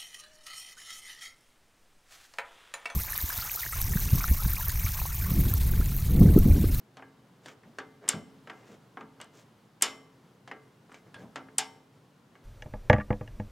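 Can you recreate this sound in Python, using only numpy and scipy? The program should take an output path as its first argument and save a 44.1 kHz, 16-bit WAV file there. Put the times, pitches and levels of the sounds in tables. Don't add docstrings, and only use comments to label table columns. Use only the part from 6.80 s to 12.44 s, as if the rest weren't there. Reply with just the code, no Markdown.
import sys
import numpy as np
from scipy import signal
from scipy.fft import rfft, irfft
from scipy.io import wavfile

SR = 44100
rng = np.random.default_rng(int(sys.argv[2]) if len(sys.argv) > 2 else 0)


def wav_out(sig):
    wavfile.write(sys.argv[1], SR, np.round(np.clip(np.atleast_2d(sig).T, -1, 1) * 32767).astype(np.int16))


N = 248724

# freq_hz, gain_db
AIR_COLOUR = [(12, -67), (20, -39.5), (96, -15), (110, -5.5), (134, -2.5), (255, -9), (328, -12),
              (459, -13), (607, -18), (1060, -18.5), (1190, -21), (1330, -21.5), (2530, -29.5),
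              (2990, -28.5), (16000, -44.5)]
# freq_hz, side_db
AIR_SIDE = [(120, -24), (500, -11), (2000, -7.5), (14000, -12.5)]
# start_s, length_s
HANDLE_PULLS = [(0.395, 2.4), (3.95, 1.1)]
# freq_hz, t60_s
YARD_DECAY = [(200, 1.0), (1500, 0.51), (7000, 0.37), (13000, 0.4)]
FRAME_DECAY = [(200, 0.52), (8000, .07)]
# start_s, level_db, rise_s
DECK_THUDS = [(.85, -56.5, 0.0089), (1.3395, -38.5, .003), (1.884, -57, 0.03), (2.215, -56, .01),
              (4.35, -53.5, .01), (4.405, -48.5, .02)]
# freq_hz, gain_db
DECK_COLOUR = [(25, -34.5), (60, -19), (110, -8), (205, 2.5), (270, -4.5), (350, -13.5), (650, -13),
               (1200, -28), (4000, -53.5)]
# start_s, length_s, level_db, treble_db
SLIDES = [(0.621, .13, -56.5, 10.5), (1.209, 0.094, -49.5, -9.5), (1.7, 0.19, -58.5, 2),
          (1.841, 0.14, -55, 5), (2.519, .13, -58.5, 13.5), (4.087, 0.13, -63, 9.5),
          (4.241, 0.073, -61.5, -12), (4.37, 0.089, -54, 1)]
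# freq_hz, gain_db
SLIDE_COLOUR = [(100, -13.5), (400, 16), (900, 2.5), (1600, 2), (2600, -4), (4500, -14), (7000, -12.5),
                (10000, -26.5), (15000, -28)]
# pitch_hz, level_db, t60_s
BAR_MODES = [(216.5, -4, .6), (267.3, -1, .85), (436, -2.5, 0.73), (769, -2.5, 0.37), (908, -7.5, .4),
             (1159, -11.5, 0.53), (1342, -4, 0.26), (1554, -6.5, 0.23), (1614, -3.5, .25), (1690, -9, 0.18),
             (2070, -9, .52), (2213, -4, 0.22), (2420, -6, .2), (2904, -1.5, .16), (3040, -11, 0.5),
             (3580, -5.5, .2), (4600, -16, 0.17), (5190, -4, .19), (5450, -13, 0.42), (7140, -18.5, .25),
             (11640, -19, .33), (12670, -20, .22)]
# freq_hz, t60_s
RING_DECAY = [(100, .4), (300, 0.42), (900, .25), (2000, 0.15), (4000, .14), (7500, 0.079), (14000, 0.052)]
# start_s, level_db, hardness_db, note_hz
LINKAGE_KNOCKS = [(.1701, -48.5, 5.5, 759), (.1956, -49, -28, 960), (.2235, -47, -26, 1820),
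                  (.659, -47.5, 10, 1690), (.684, -48.5, 9, 2330), (.8331, -60, -6, 1890),
                  (.9855, -37, 4.5, 1615), (1.2794, -42.5, 15, 3540), (1.3323, -41, -15, 1530),
                  (1.6735, -46, -1, 1490), (1.6981, -42, -2.5, 1890), (2.1719, -40.5, -16, 1090),
                  (2.209, -45, -6.5, 1200), (2.402, -47, -2, 2270), (2.4137, -48.5, 14.5, 2890),
                  (3.011, -47, 7, 2980), (3.6763, -47.5, 7.5, 700), (3.7136, -39.5, -8, 1877),
                  (4.0952, -57.5, -14, 1207), (4.1175, -52.5, -1.5, 1135), (4.1431, -52, 9.5, 2300),
                  (4.3434, -49, 6, 3420), (4.558, -37.5, 5, 1339), (4.6859, -55.5, -15.5, 1600),
                  (5.554, -57, -13, 2190)]
# freq_hz, gain_db
KNOCK_BODY = [(50, -31.5), (150, -19), (270, 0.5), (600, 0), (1100, 2.5), (1700, 2.5), (2600, -4),
              (3200, -4.5), (4100, -13.5), (5200, -14), (7200, -16), (8500, -23.5), (15000, -45.5)]
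# pitch_ratio, level_db, t60_s
LINK_MODES = [(1, -3.5, .1), (2.7, -13, 0.055), (5.6, -24, .04)]
# freq_hz, gain_db
CLANG_BODY = [(40, -25.5), (130, -26), (260, -10), (600, -6.5), (1500, -4), (2300, -0.5), (3500, -1),
              (4150, -4.5), (5300, -0.5), (6000, -4), (7200, 4), (8600, -6.5), (10500, -7), (15000, -23.5)]
# pitch_hz, level_db, t60_s
PIN_MODES = [(3340, -16, 0.0051), (5270, -17.5, 0.0046), (6290, -13.5, 0.01), (7524, -8, 0.0095),
             (8220, -7, 0.012), (8740, -15, .009), (10400, -19, 0.0063), (11220, -19, 0.0069)]
# start_s, level_db
RIDING_TICKS = [(.663, -45), (2.4135, -31.5), (2.4438, -45), (4.125, -48)]
# start_s, pin_db, sheen_db, clang_db, bass_db, ring_ratio, note_hz, lift_db
PIN_SNAPS = [(1.2894, -0.6, -4.5, -29.5, -1, 1.14, 1540, 7), (3.0231, -.9, 5.5, -24, 0, 1.37, 1130, 7),
             (4.7836, -1.4, -4, -28, -7, 1.11, 847, 14)]

AIR_DB, PULL_SWELL_DB = -60.5, 1.5
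SQUEAK_S, SQUEAK_DB, SQUEAK_HZ = 4.342, -38, 1615
SLIP_GAP_S, SLIP_FADE_DB = .02, -3.5
KNOCK_BASS_DB, KNOCK_LIFT_DB = 1.5, 5
KNOCK_RING_RATIO, HARDNESS_DB_PER_DOUBLING = .86, 29.5
GRAZE_LEAD_S, GRAZE_DB, GRAZE_PITCH_RATIO = .0016, -13.5, 1.07
REBOUND_S, REBOUND_DB = .00105, -11
EDGE_HZ = 16000
RING_T = np.arange(2 ** 15) / SR


def gain_of(db):
    return 10 ** (np.asarray(db) / 20)


def unit_rms(x):
    return x / np.sqrt(np.mean(x ** 2) + 1e-20)


def read(points, hz):
    f, value = np.transpose(points)
    return np.interp(np.log(hz + 1), np.log(f + 1), value)


def add(mix, start_s, sound):
    part = mix[max(round(start_s * SR), 0):][:len(sound)]
    part += sound[:len(part)]


def coloured(x, curve, size=4096):
    log_gain = np.log(gain_of(curve(abs(np.fft.fftfreq(size, 1 / SR)))))
    taps = np.fft.ifft(np.exp(np.conj(signal.hilbert(log_gain)))).real[:size // 2]
    return signal.fftconvolve(x, taps)[:len(x)]


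def shelf(hz, corner_hz):
    return hz ** 4 / (hz ** 4 + corner_hz ** 4)


def fade(t60_s, t=RING_T):
    return np.exp(-np.log(1000) * t / t60_s)


def attack(rise_s, t=RING_T):
    return 1 - np.exp(-t / rise_s)


def burst(t60_s, t=RING_T):
    return rng.standard_normal(len(t)) * fade(t60_s, t)


def dense_ring(decay, ring_ratio=1):
    hz = np.fft.rfftfreq(len(RING_T), 1 / SR)
    spectrum = rfft(rng.standard_normal(len(RING_T)))
    centres, t60s = np.transpose(decay)
    bands = [irfft(spectrum * read(np.c_[centres, share], hz)) for share in np.eye(len(decay))]
    return sum(band * fade(t60 * ring_ratio) for band, t60 in zip(bands, t60s))


def modes(table, t, pitch=1, spread_db=0):
    scatter = spread_db * rng.standard_normal((len(table), 2))
    return sum(gain_of(db + offset_db) * fade(t60, t) * np.sin(2 * np.pi * hz * pitch * t + phase)
               for (hz, db, t60), (offset_db, phase) in zip(table, scatter))


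def air(waver_db=0.5):
    t = np.arange(N) / SR
    waver = sum(np.sin(2 * np.pi * (f * t + rng.random())) / np.sqrt(f) for f in np.geomspace(1, 10, 10))
    pull = sum(np.sin(np.pi * np.clip((t - start) / length, 0, 1)) for start, length in HANDLE_PULLS)
    colour = gain_of(read(AIR_COLOUR, np.fft.rfftfreq(N, 1 / SR)))
    hum = irfft(rfft(rng.standard_normal(N)) * colour, N)
    return unit_rms(hum) * gain_of(AIR_DB + PULL_SWELL_DB * pull + waver_db * unit_rms(waver))


def reverb(send, decay, rise_s=0.0055):
    tail = dense_ring(decay) * attack(rise_s)
    return signal.fftconvolve(send, tail / np.linalg.norm(tail))[:N]


def deck_thuds(t60_s=0.28):
    out = np.zeros(N)
    for start_s, db, rise_s in DECK_THUDS:
        boom = coloured(burst(t60_s) * attack(rise_s), lambda hz: read(DECK_COLOUR, hz))
        add(out, start_s, gain_of(db) * boom / np.std(boom[:2 ** 11]))
    return out


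def scrapes(grains_per_s=900, hiss_db=-16):
    out = np.zeros(N)
    for start_s, length_s, db, treble_db in SLIDES:
        size, hiss = rng.standard_normal((2, len(RING_T)))
        slips = size * (rng.random(len(RING_T)) < grains_per_s / SR) + gain_of(hiss_db) * hiss
        rasp = coloured(slips, lambda hz: read(SLIDE_COLOUR, hz) + treble_db * shelf(hz, 3000))
        swell = np.sin(np.pi * np.minimum(RING_T / length_s, 1))
        add(out, start_s, gain_of(db) * unit_rms(rasp) * swell)
    return out


def pivot_squeak(slips=4, detune=.03, rise_s=0.0013, overtone_db=-10, t60_s=.075):
    out = np.zeros(N)
    pressed_link = [(ratio, db + overtone_db * (ratio > 1), t60_s) for ratio, db, _ in LINK_MODES]
    for slip, chance in enumerate(rng.standard_normal(slips)):
        ring = modes(pressed_link, RING_T, SQUEAK_HZ * (1 + detune * chance)) * attack(rise_s)
        add(out, SQUEAK_S + slip * SLIP_GAP_S, gain_of(SQUEAK_DB + slip * SLIP_FADE_DB) * ring)
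    return out


def knock_ring_ratio(hardness_db):
    return KNOCK_RING_RATIO * 2 ** (hardness_db / HARDNESS_DB_PER_DOUBLING)


def link_clinks(overtone_share=.5):
    out = np.zeros(N)
    for start_s, db, hardness_db, note_hz in LINKAGE_KNOCKS:
        overtone_db, ring_ratio = overtone_share * hardness_db, knock_ring_ratio(hardness_db)
        link = [(ratio * note_hz, mode_db + overtone_db * (ratio > 1), t60 * ring_ratio)
                for ratio, mode_db, t60 in LINK_MODES]
        add(out, start_s, gain_of(db) * modes(link, RING_T))
    return out


def steel_hits(hits, body, modes_db, contact_db, contact_t60_s, note_width_hz):
    out = np.zeros(N)
    for start_s, db, bass_db, treble_db, ring_ratio, note_hz, lift_db in hits:
        def tone_db(hz):
            shelves = bass_db * (1 - shelf(hz, 760)) + treble_db * shelf(hz, 3400)
            note_peak = lift_db / (1 + ((hz - note_hz) / note_width_hz) ** 2)
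            return read(body, hz) + shelves + note_peak

        contact = gain_of(contact_db) * burst(contact_t60_s)
        ring = dense_ring(RING_DECAY, ring_ratio)
        bar = gain_of(modes_db) * modes(BAR_MODES, RING_T, spread_db=2.5)
        hit = coloured(contact + ring + bar, tone_db)
        add(out, start_s, gain_of(db) * hit / np.std(hit[:2 ** 9]))
    return out


def linkage_knocks():
    hits = [(start_s, db, KNOCK_BASS_DB, hard_db, knock_ring_ratio(hard_db), note_hz, KNOCK_LIFT_DB)
            for start_s, db, hard_db, note_hz in LINKAGE_KNOCKS]
    return steel_hits(hits, KNOCK_BODY, modes_db=-19.5, contact_db=6.5, contact_t60_s=.024,
                      note_width_hz=280)


def bar_clangs(lag_s=.0011, treble_db=1.0):
    hits = [(start_s + lag_s, db, bass_db, treble_db, ring_ratio, note_hz, lift_db)
            for start_s, _, _, db, bass_db, ring_ratio, note_hz, lift_db in PIN_SNAPS]
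    return steel_hits(hits, CLANG_BODY, modes_db=-16, contact_db=-9, contact_t60_s=.025,
                      note_width_hz=81)


def pin_strikes():
    strikes = [(start_s, db, 1, 0) for start_s, db in RIDING_TICKS]
    for start_s, db, sheen_db, *_ in PIN_SNAPS:
        strikes += [(start_s - GRAZE_LEAD_S, db + GRAZE_DB, GRAZE_PITCH_RATIO, sheen_db),
                    (start_s, db, 1, sheen_db),
                    (start_s + REBOUND_S, db + REBOUND_DB, 1, sheen_db)]
    return strikes


def pin_pings(rise_s=0.000073, crack_db=-17, crack_t60_s=.009, sheen_hz=11000):
    out, t = np.zeros(N), RING_T[:2 ** 11]
    for start_s, db, pitch_ratio, sheen_db in pin_strikes():
        crack = gain_of(crack_db) * coloured(burst(crack_t60_s, t), lambda hz: read(CLANG_BODY, hz))
        ping = (modes(PIN_MODES, t, pitch_ratio) + crack) * attack(rise_s, t)
        ping = coloured(ping, lambda hz: sheen_db * np.minimum(hz / sheen_hz, 1) ** 8)
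        add(out, start_s, gain_of(db) * ping)
    return out


def scene(yard_db=-18, pin_send_db=-11, side_frame_db=-26, side_yard_db=-28):
    pings = pin_pings()
    body = deck_thuds() + scrapes() + link_clinks() + pivot_squeak() + bar_clangs() + linkage_knocks()
    send = body + gain_of(pin_send_db) * pings
    mid = body + pings + gain_of(yard_db) * reverb(send, YARD_DECAY) + air()
    side = gain_of(side_frame_db) * reverb(send, FRAME_DECAY, rise_s=.001)
    side += gain_of(side_yard_db) * reverb(send, YARD_DECAY)
    side += coloured(air(), lambda hz: read(AIR_SIDE, hz))
    return np.array([mid + side, mid - side]) * gain_of([[.1], [-.1]])


def record(dry, ceiling=0.7):
    clipped = dry / (1 + (dry / ceiling) ** 4) ** (1 / 4)
    low_pass = signal.firwin(255, EDGE_HZ, window=("kaiser", 9), fs=SR)
    return signal.oaconvolve(clipped, low_pass[None], "same")


dry = scene()
out = record(dry)
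wav_out(out)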